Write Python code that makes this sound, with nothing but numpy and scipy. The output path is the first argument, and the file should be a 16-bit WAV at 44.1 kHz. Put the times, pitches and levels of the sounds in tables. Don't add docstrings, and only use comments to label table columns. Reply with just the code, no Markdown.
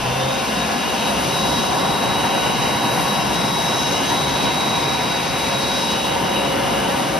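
import sys
import numpy as np
from scipy import signal
from scipy.fft import rfft, irfft
from scipy.io import wavfile

SR = 44100
rng = np.random.default_rng(int(sys.argv[2]) if len(sys.argv) > 2 else 0)


def wav_out(sig):
    wavfile.write(sys.argv[1], SR, np.round(np.clip(np.atleast_2d(sig).T, -1, 1) * 32767).astype(np.int16))


N = 317079
T = np.arange(N) / SR
F = np.maximum(np.fft.rfftfreq(N, 1 / SR), 1)
SIDES = np.array([[.5], [-.5]])
FULL_HZ = 137.13

# (frequency [Hz], likeness [0-1])
STEREO_LIKENESS = [(50, .97), (200, .87), (380, .66), (520, .38), (900, .64), (1400, .48), (2100, .79),
                   (3500, .75), (4800, .82), (5900, .55), (7200, .985), (9000, .83), (11000, .92),
                   (14000, .8)]
# (frequency [Hz], left lead [rad])
STEREO_LEAD = [(100, 0), (500, -.65), (900, -.2), (1400, -.75), (2500, .35), (3800, 0), (5200, -.05),
               (6100, -.95), (6700, -2.5), (7200, -3.14), (8000, -3.75), (10500, -6.1), (11700, -6.5),
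               (13900, -9.4)]
# (frequency [Hz], left minus right [dB])
STEREO_TILT = [(60, .5), (110, -.3), (200, 2), (370, 1.3), (670, 1.2), (1230, .5), (2240, 1.8), (4100, 1.8),
               (6300, 1.8), (7500, .2), (13700, 0)]
# (time [s], length [s], level [dB])
WIND_GUSTS = [(.12, 0.41, -40), (1.52, .15, -40), (6.292, 0.26, -38)]
# (time [s], level [dB])
DRONE_LEVEL = [(0, -45), (.28, -29.5), (.6, -45), (.85, -45), (1.1, -35), (1.5, -34.5), (1.9, -49),
               (2.6, -46), (4, -61), (4.8, -46), (5.55, -35), (5.9, -38.5), (6.2, -33.5), (7.19, -33)]
# (time [s], length [s], level [dB])
DRONE_SURGES = [(1.807, 0.089, -33), (2.03, .12, -37), (2.37, .11, -34), (2.91, 0.093, -36),
                (6.46, .2, -39)]
# (time [s], level [dB])
WHINE_LEVEL = [(0, -46), (.24, -36.5), (.38, -33), (.48, -37), (.62, -30.5), (.76, -36.5), (.97, -36),
               (1.07, -29.5), (1.26, -37), (1.35, -28.5), (1.6, -28), (1.8, -31.5), (2.15, -30.5),
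               (2.7, -32), (3.1, -29), (3.5, -28.8), (3.9, -29.5), (4.35, -29), (4.65, -27), (5.05, -29.5),
               (5.4, -30), (5.77, -27.2), (6.05, -30.5), (6.4, -31.5), (6.62, -41), (7.19, -40)]
# (time [s], length [s], change [dB])
WHINE_DUCKS = [(.455, .03, -12), (.515, 0.05, -12), (.69, .03, -7), (.765, .04, -9), (.855, .025, -8),
               (.94, 0.029, -8), (1.14, 0.045, -17), (1.275, .035, -11), (1.72, .12, -6.5), (3, .12, -5),
               (3.27, 0.14, -8), (4.02, 0.088, -8), (5.25, 0.097, -6), (6.22, 0.21, -8), (6.61, 0.1, -14)]
# (time [s], left minus right [dB])
WHINE_PAN = [(.3, 3.6), (1.5, 1.3), (2.5, .8), (3.65, 2.6), (4.3, -.9), (4.8, -1.3), (5.7, 0), (6.4, 1.8),
             (6.9, 3.5)]
# (delay [s], level [dB])
WALL_ECHOES = [(.029, -11), (.047, -9), (.074, -10), (.11, -11)]
# (time [s], share of the jet blocked [0-1], cupping [0-1])
HAND_POSE = [(0, 0.01, 0.48), (.85, 0.02, 0.58), (1.15, 0.6, 0.6), (1.58, 0.81, 0.84), (1.95, 0.74, 0.38),
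             (2.4, 0.96, 0.6), (3.2, 0.91, 0.63), (3.7, 0.71, 0.77), (4.2, 0.98, 0.8), (4.9, 0.58, 0.66),
             (5.3, 0.44, 0.58), (5.8, 0.28, 1), (6.25, 0.31, 0.06), (6.65, 0.48, 0.1), (7.19, 0.44, 0.13)]
# (frequency [Hz], density [dB per Hz])
AIR_SPECTRUM = [(15, -88), (40, -72), (62, -60.5), (100, -58), (170, -52.5), (430, -53.5), (750, -53.5),
                (1100, -60), (1190, -59), (2000, -64.5), (3600, -66.5), (5300, -69.5), (11500, -76.5),
                (15500, -86.5)]
# (frequency [Hz], width [Hz], lift [dB])
HOUSING_MODES = [(166, 9.3, 3), (204.4, 21, 4.5), (246, 6.2, 2), (284.3, 9, 4), (310, 17, -0.5),
                 (360, 28, 2.5), (508, 26, 2), (576, 12, 1.5), (640, 15, 1), (694, 13, 5.5), (755, 19, 1.5),
                 (788, 43, 5.5), (946, 59, 5), (1066, 18, 7.5), (1108, 23, 6.5), (1377, 27, 3.5),
                 (1488, 20, 6), (1693, 38, 5.5), (1928, 19, 4.5), (2100, 47, 5.5), (2230, 79, 3.5),
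                 (2840, 394, 4.5), (3335, 62, 2.5), (3740, 150, 3.5), (4130, 130, 1.5), (4720, 180, 2),
                 (5290, 840, 4.5), (6320, 420, 4)]
# (time [s], contour [dB])
RING_CONTOUR = [(0, -32.5), (.65, -36), (1.08, -32), (1.4, -34.5), (1.7, -33.5), (2, -36), (2.36, -28),
                (2.8, -31.5), (3.28, -31.5), (3.5, -38), (3.85, -35.5), (4.02, -34), (4.2, -36.5),
                (4.5, -34), (4.65, -38.5), (5, -38), (5.17, -37), (5.7, -35), (5.98, -33.5), (6.2, -34),
                (6.45, -32.5), (7.19, -36)]
# (time [s], frequency [Hz], lift [dB])
CAVITY_NOTE = [(0, 1010, 6), (.45, 1045, 6), (.8, 990, 0.5), (1.2, 930, 3.5), (1.5, 990, 7.5),
               (1.8, 980, 4.5), (2.05, 930, 5.5), (2.35, 960, 6), (3.2, 960, 7), (3.6, 940, 6),
               (4.15, 945, 5), (4.45, 970, 6), (4.85, 968, 7), (5.4, 929.6, 5.5), (6.2, 940.6, 8.5),
               (6.5, 950, 3.5), (6.78, 934, 6), (7.19, 925, 1)]
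# (time [s], frequency [Hz], lift [dB])
GAP_WHISTLE = [(0, 2670, 3), (.5, 2760, 5), (1.1, 2930, 5), (1.8, 2890, 2), (2.35, 2860, 3.5),
               (2.65, 2880, 3.5), (2.8, 2880, 0.5), (3.25, 2860, 2.5), (3.549, 2840, 1.5),
               (3.78, 2870, 3.5), (3.99, 2880, 8), (4.2, 2930, 0), (5.2, 2840, 1.5), (5.74, 2824, 0),
               (5.86, 2900, 4.5), (6.07, 2910, 6.5), (6.2, 2950, 3), (6.36, 2920, 6), (6.85, 2940, 5),
               (7.19, 2950, 3)]
# (start [s], end [s], frequency [Hz], width [Hz], lift [dB])
JET_HOLLOWS = [(0.25, 1.02, 240, 56, 5.5), (1.1, 2, 175, 70, 2.5), (2.8, 3.7, 190, 70, 2),
               (0.1, 1.15, 128, 56, -17), (0, 1.22, 323, 84, -6), (0.4, 1.28, 1010, 100, 4),
               (0, 1.1, 1470, 60, 3), (0.4, 1.06, 1700, 70, 3.5), (0.2, 1.1, 2500, 100, 4.5),
               (.85, 1.33, 2600, 110, 3), (1.03, 1.5, 10000, 3500, 3), (1.2, 1.8, 5350, 650, 2),
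               (1.5, 1.75, 6250, 350, 3.5), (1.3, 2.1, 2270, 150, -5), (1.5, 2, 6200, 400, -3),
               (1.7, 1.9, 895, 550, 2.5), (2, 3.35, 3470, 380, -5), (2.5, 3.9, 320, 250, -1.5),
               (2.82, 3.22, 11200, 2800, 4.5), (4, 4.27, 10500, 3000, 2), (4.3, 5.3, 10500, 3500, -1),
               (3, 4.05, 4260, 560, -3), (3.3, 4.1, 4800, 180, -2), (3.4, 4, 5850, 200, -3),
               (3.58, 4, 5570, 300, 5), (3.5, 4.35, 6280, 399.6, 3.5), (3, 4, 5300, 400, 3),
               (4, 4.404, 3300, 400, 3), (4.25, 5.85, 2430, 400, 4.5), (4.65, 5.048, 5280, 250, 3),
               (5, 5.4, 4900, 200, 4), (5, 5.82, 320, 180, -2.5), (5, 7.1, 730, 150, -2),
               (5.652, 6, 5400, 260.8, 3), (5.1, 6.5, 1105, 33, -4), (6.55, 7, 1105, 40, -5),
               (0, 1.75, 1105, 44, -3), (6.598, 7.2, 9880, 1510, 2)]
# (no hand [dB], change if blocked [dB], change if cupped [dB])
RUMBLE, ROAR, HISS, SPRAY = (0, .65, -1.2), (0, 2.03, -2.34), (-3, .18, 4.93), (-.24, 1.7, .33)


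def undb(db):
    return 10 ** (np.asarray(db) / 20)


def curves(table):
    times, *columns = np.transpose(table)
    return [np.interp(T, times, column) for column in columns]


def over_hz(table):
    hz, value = np.transpose(table)
    return np.interp(np.log(F), np.log(hz), value)


def bumps(table):
    return sum(height * np.exp(-(2 * (T - time) / length) ** 2) for time, length, height in table)


def wander(rate):
    drift = irfft(rfft(rng.standard_normal(N)) * np.exp(-.5 * (F / rate) ** 2), N)
    return drift / np.sqrt(np.mean(drift ** 2))


def stereo_pair(draw, likeness):
    likeness = np.clip(likeness, 0, .995)
    mid = np.sqrt((1 + likeness) / 2) * draw()
    side = np.sqrt((1 - likeness) / 2) * draw()
    return np.array([mid + side, mid - side])


def echoes(rate, likeness):
    return stereo_pair(lambda: (wander(rate) + 1j * wander(rate)) / np.sqrt(2), likeness)


def tiled_room(t60_s=.37, wet_db=-12):
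    tail = rng.standard_normal(N) * undb(-60 * T / t60_s)
    wet = undb(wet_db)
    return (1 + wet * rfft(tail) / np.sqrt(np.sum(tail ** 2))) / np.sqrt(1 + wet ** 2)


def low_hum(hz=61.4, level_db=-47.5, waver_db=3.5):
    return undb(level_db - waver_db * wander(5.9)) * np.sqrt(2) * np.sin(2 * np.pi * hz * T)


def wind_buffets(band_hz=(48.3, 90)):
    bandpass = signal.butter(2, band_hz, "band", fs=SR, output="sos")
    wind = signal.sosfilt(bandpass, rng.standard_normal(N))
    return wind / np.std(wind) * bumps([(time, length, undb(db)) for time, length, db in WIND_GUSTS])


def mount_boom(shaft_hz, shaft_angle, mount_hz=128.4, width_hz=10.7, level_db=-26.5, echo_db=-12):
    response = 1 / (1 + (np.abs(shaft_hz - mount_hz) / (width_hz / 2)) ** 8)
    room = 1 + undb(echo_db) * echoes(rate=8, likeness=.9)
    return undb(level_db) * np.sqrt(2) * response * np.imag(room * np.exp(1j * shaft_angle))


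def motor_hum(shaft_hz, shaft_angle, blocked, drone_gain_db=3, duct_hz=1128.6, duct_width_hz=23):
    surges = bumps([(time, length, undb(db)) for time, length, db in DRONE_SURGES])
    drone = (undb(curves(DRONE_LEVEL)[0]) + surges) * undb(drone_gain_db)
    standing_wave = np.exp(-1.48j * SIDES) + undb(-14) * echoes(rate=14, likeness=.2)
    duct_skirt = 1 / np.hypot(1, 2 * (8 * shaft_hz - duct_hz) / duct_width_hz)
    orders = {1: undb(-41.5 + 7 * blocked) * echoes(rate=7.2, likeness=.19),
              2: undb(-46) * echoes(rate=6.8, likeness=1),
              4: drone * standing_wave,
              8: undb(-31) * duct_skirt * blocked * echoes(rate=7, likeness=.96)}
    tones = sum(gain * np.exp(1j * order * shaft_angle) for order, gain in orders.items())
    return np.sqrt(2) * np.real(tones)


def blade_whine(shaft_hz, shaft_angle, order=28, sway_db=.8, fringe_db=-14, fringe_below_hz=70):
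    level_db = curves(WHINE_LEVEL)[0] + bumps(WHINE_DUCKS)
    sway = sway_db * stereo_pair(lambda: wander(5.6), likeness=.23)
    pan = curves(WHINE_PAN)[0] * SIDES
    gliding = np.sqrt(np.clip(FULL_HZ - shaft_hz, 0, 1))
    direct = np.exp(1j * order * shaft_angle)
    late = sum(undb(db) * np.exp(1j * order * np.interp(T - delay, T, shaft_angle))
               for delay, db in WALL_ECHOES)
    late_power = sum(undb(db) ** 2 for _, db in WALL_ECHOES)
    tone = (direct + gliding * late) / np.sqrt(1 + gliding ** 2 * late_power)
    flutter_depth = undb(-12 + 7 * gliding)
    flutter = (1 + flutter_depth * echoes(rate=28, likeness=.23)) / np.sqrt(1 + flutter_depth ** 2)
    fringe = undb(fringe_db) * echoes(rate=100, likeness=.46) * np.exp(-2j * np.pi * fringe_below_hz * T)
    return np.sqrt(2) * np.real((flutter + fringe) * tone) * undb(level_db + sway + pan)


def blower_spectrum():
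    housing_db = sum(db / (1 + (2 * (F - hz) / width) ** 2) for hz, width, db in HOUSING_MODES)
    colour_db = over_hz(AIR_SPECTRUM) + housing_db + SIDES * over_hz(STEREO_TILT)
    phase = np.exp(1j * SIDES * over_hz(STEREO_LEAD))
    noise = stereo_pair(lambda: rfft(rng.standard_normal(N)) * tiled_room(), over_hz(STEREO_LIKENESS))
    return noise * undb(colour_db) * phase * np.sqrt(SR / 2)


def air_jet(shaft_hz, blocked, cupped, flow_db_per_hz=.12, ring_hz=2870, ring_depth=.82):
    spectrum = blower_spectrum()
    ring = np.exp(-.5 * ((F - ring_hz) / 290) ** 2)
    rumble = over_hz([(380, .47), (500, .036)])
    treble = over_hz([(2000, .1), (4300, .93)])
    spray = over_hz([(6500, .042), (9000, .8)])
    roar = (1 - ring) * (1 - treble - rumble)
    hiss = (1 - ring) * (treble - spray)
    speed_db = flow_db_per_hz * (shaft_hz - FULL_HZ)
    levels_db = [speed_db + free + block * blocked + cup * cupped
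                 for free, block, cup in (RUMBLE, ROAR, HISS, SPRAY)]
    contour, = curves(RING_CONTOUR)
    levels_db.append(ring_depth * (contour - np.mean(contour)))
    bands = [rumble, roar, hiss, spray, ring]
    flutters_db = [.76, .76, .76, .92, .76]
    return sum(irfft(spectrum * band, N) * undb(db + flutter_db * wander(16))
               for band, db, flutter_db in zip(bands, levels_db, flutters_db))


def hand_cavity(rush, track, width_hz, waver_hz, waver_rate):
    hz, lift_db = curves(track)
    carrier = np.exp(2j * np.pi * np.cumsum(hz + waver_hz * wander(waver_rate)) / SR)
    pole = np.exp(-np.pi * width_hz / SR)
    band = 2 * np.real(carrier * signal.lfilter([1 - pole], [1, -pole], rush / carrier))
    return rush + (undb(lift_db) - 1) * band


def passing_hollows(rush):
    shaped = rush
    for start, end, hz, width, lift_db in JET_HOLLOWS:
        progress = (T - start) / (end - start)
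        swell = np.sqrt(np.clip(1 - (2 * progress - 1) ** 2, 0, 1))
        band = signal.lfilter(*signal.iirpeak(hz, hz / width, fs=SR), rush)
        shaped = shaped + (undb(lift_db * swell) - 1) * band
    return shaped


def scene(start_hz=121.3, spin_up_s=.212, choke_hz=.86, tremble_hz=.07):
    blocked, cupped = curves(HAND_POSE)
    shaft_hz = FULL_HZ + (start_hz - FULL_HZ) * np.exp(-T / spin_up_s) + choke_hz * blocked
    shaft_angle = 2 * np.pi * np.cumsum(shaft_hz + tremble_hz * wander(12)) / SR
    tones = blade_whine(shaft_hz, shaft_angle) + motor_hum(shaft_hz, shaft_angle, blocked)
    tones += mount_boom(shaft_hz, shaft_angle) + low_hum()
    rush = air_jet(shaft_hz, blocked, cupped)
    rush = hand_cavity(rush, CAVITY_NOTE, width_hz=70, waver_hz=5.6, waver_rate=3)
    rush = hand_cavity(rush, GAP_WHISTLE, width_hz=130, waver_hz=35, waver_rate=7.9)
    return wind_buffets() + tones + passing_hollows(rush)


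def record(dry):
    return signal.sosfilt(signal.ellip(10, .1, 80, 14300, fs=SR, output="sos"), dry)


dry = scene()
out = record(dry)
wav_out(out)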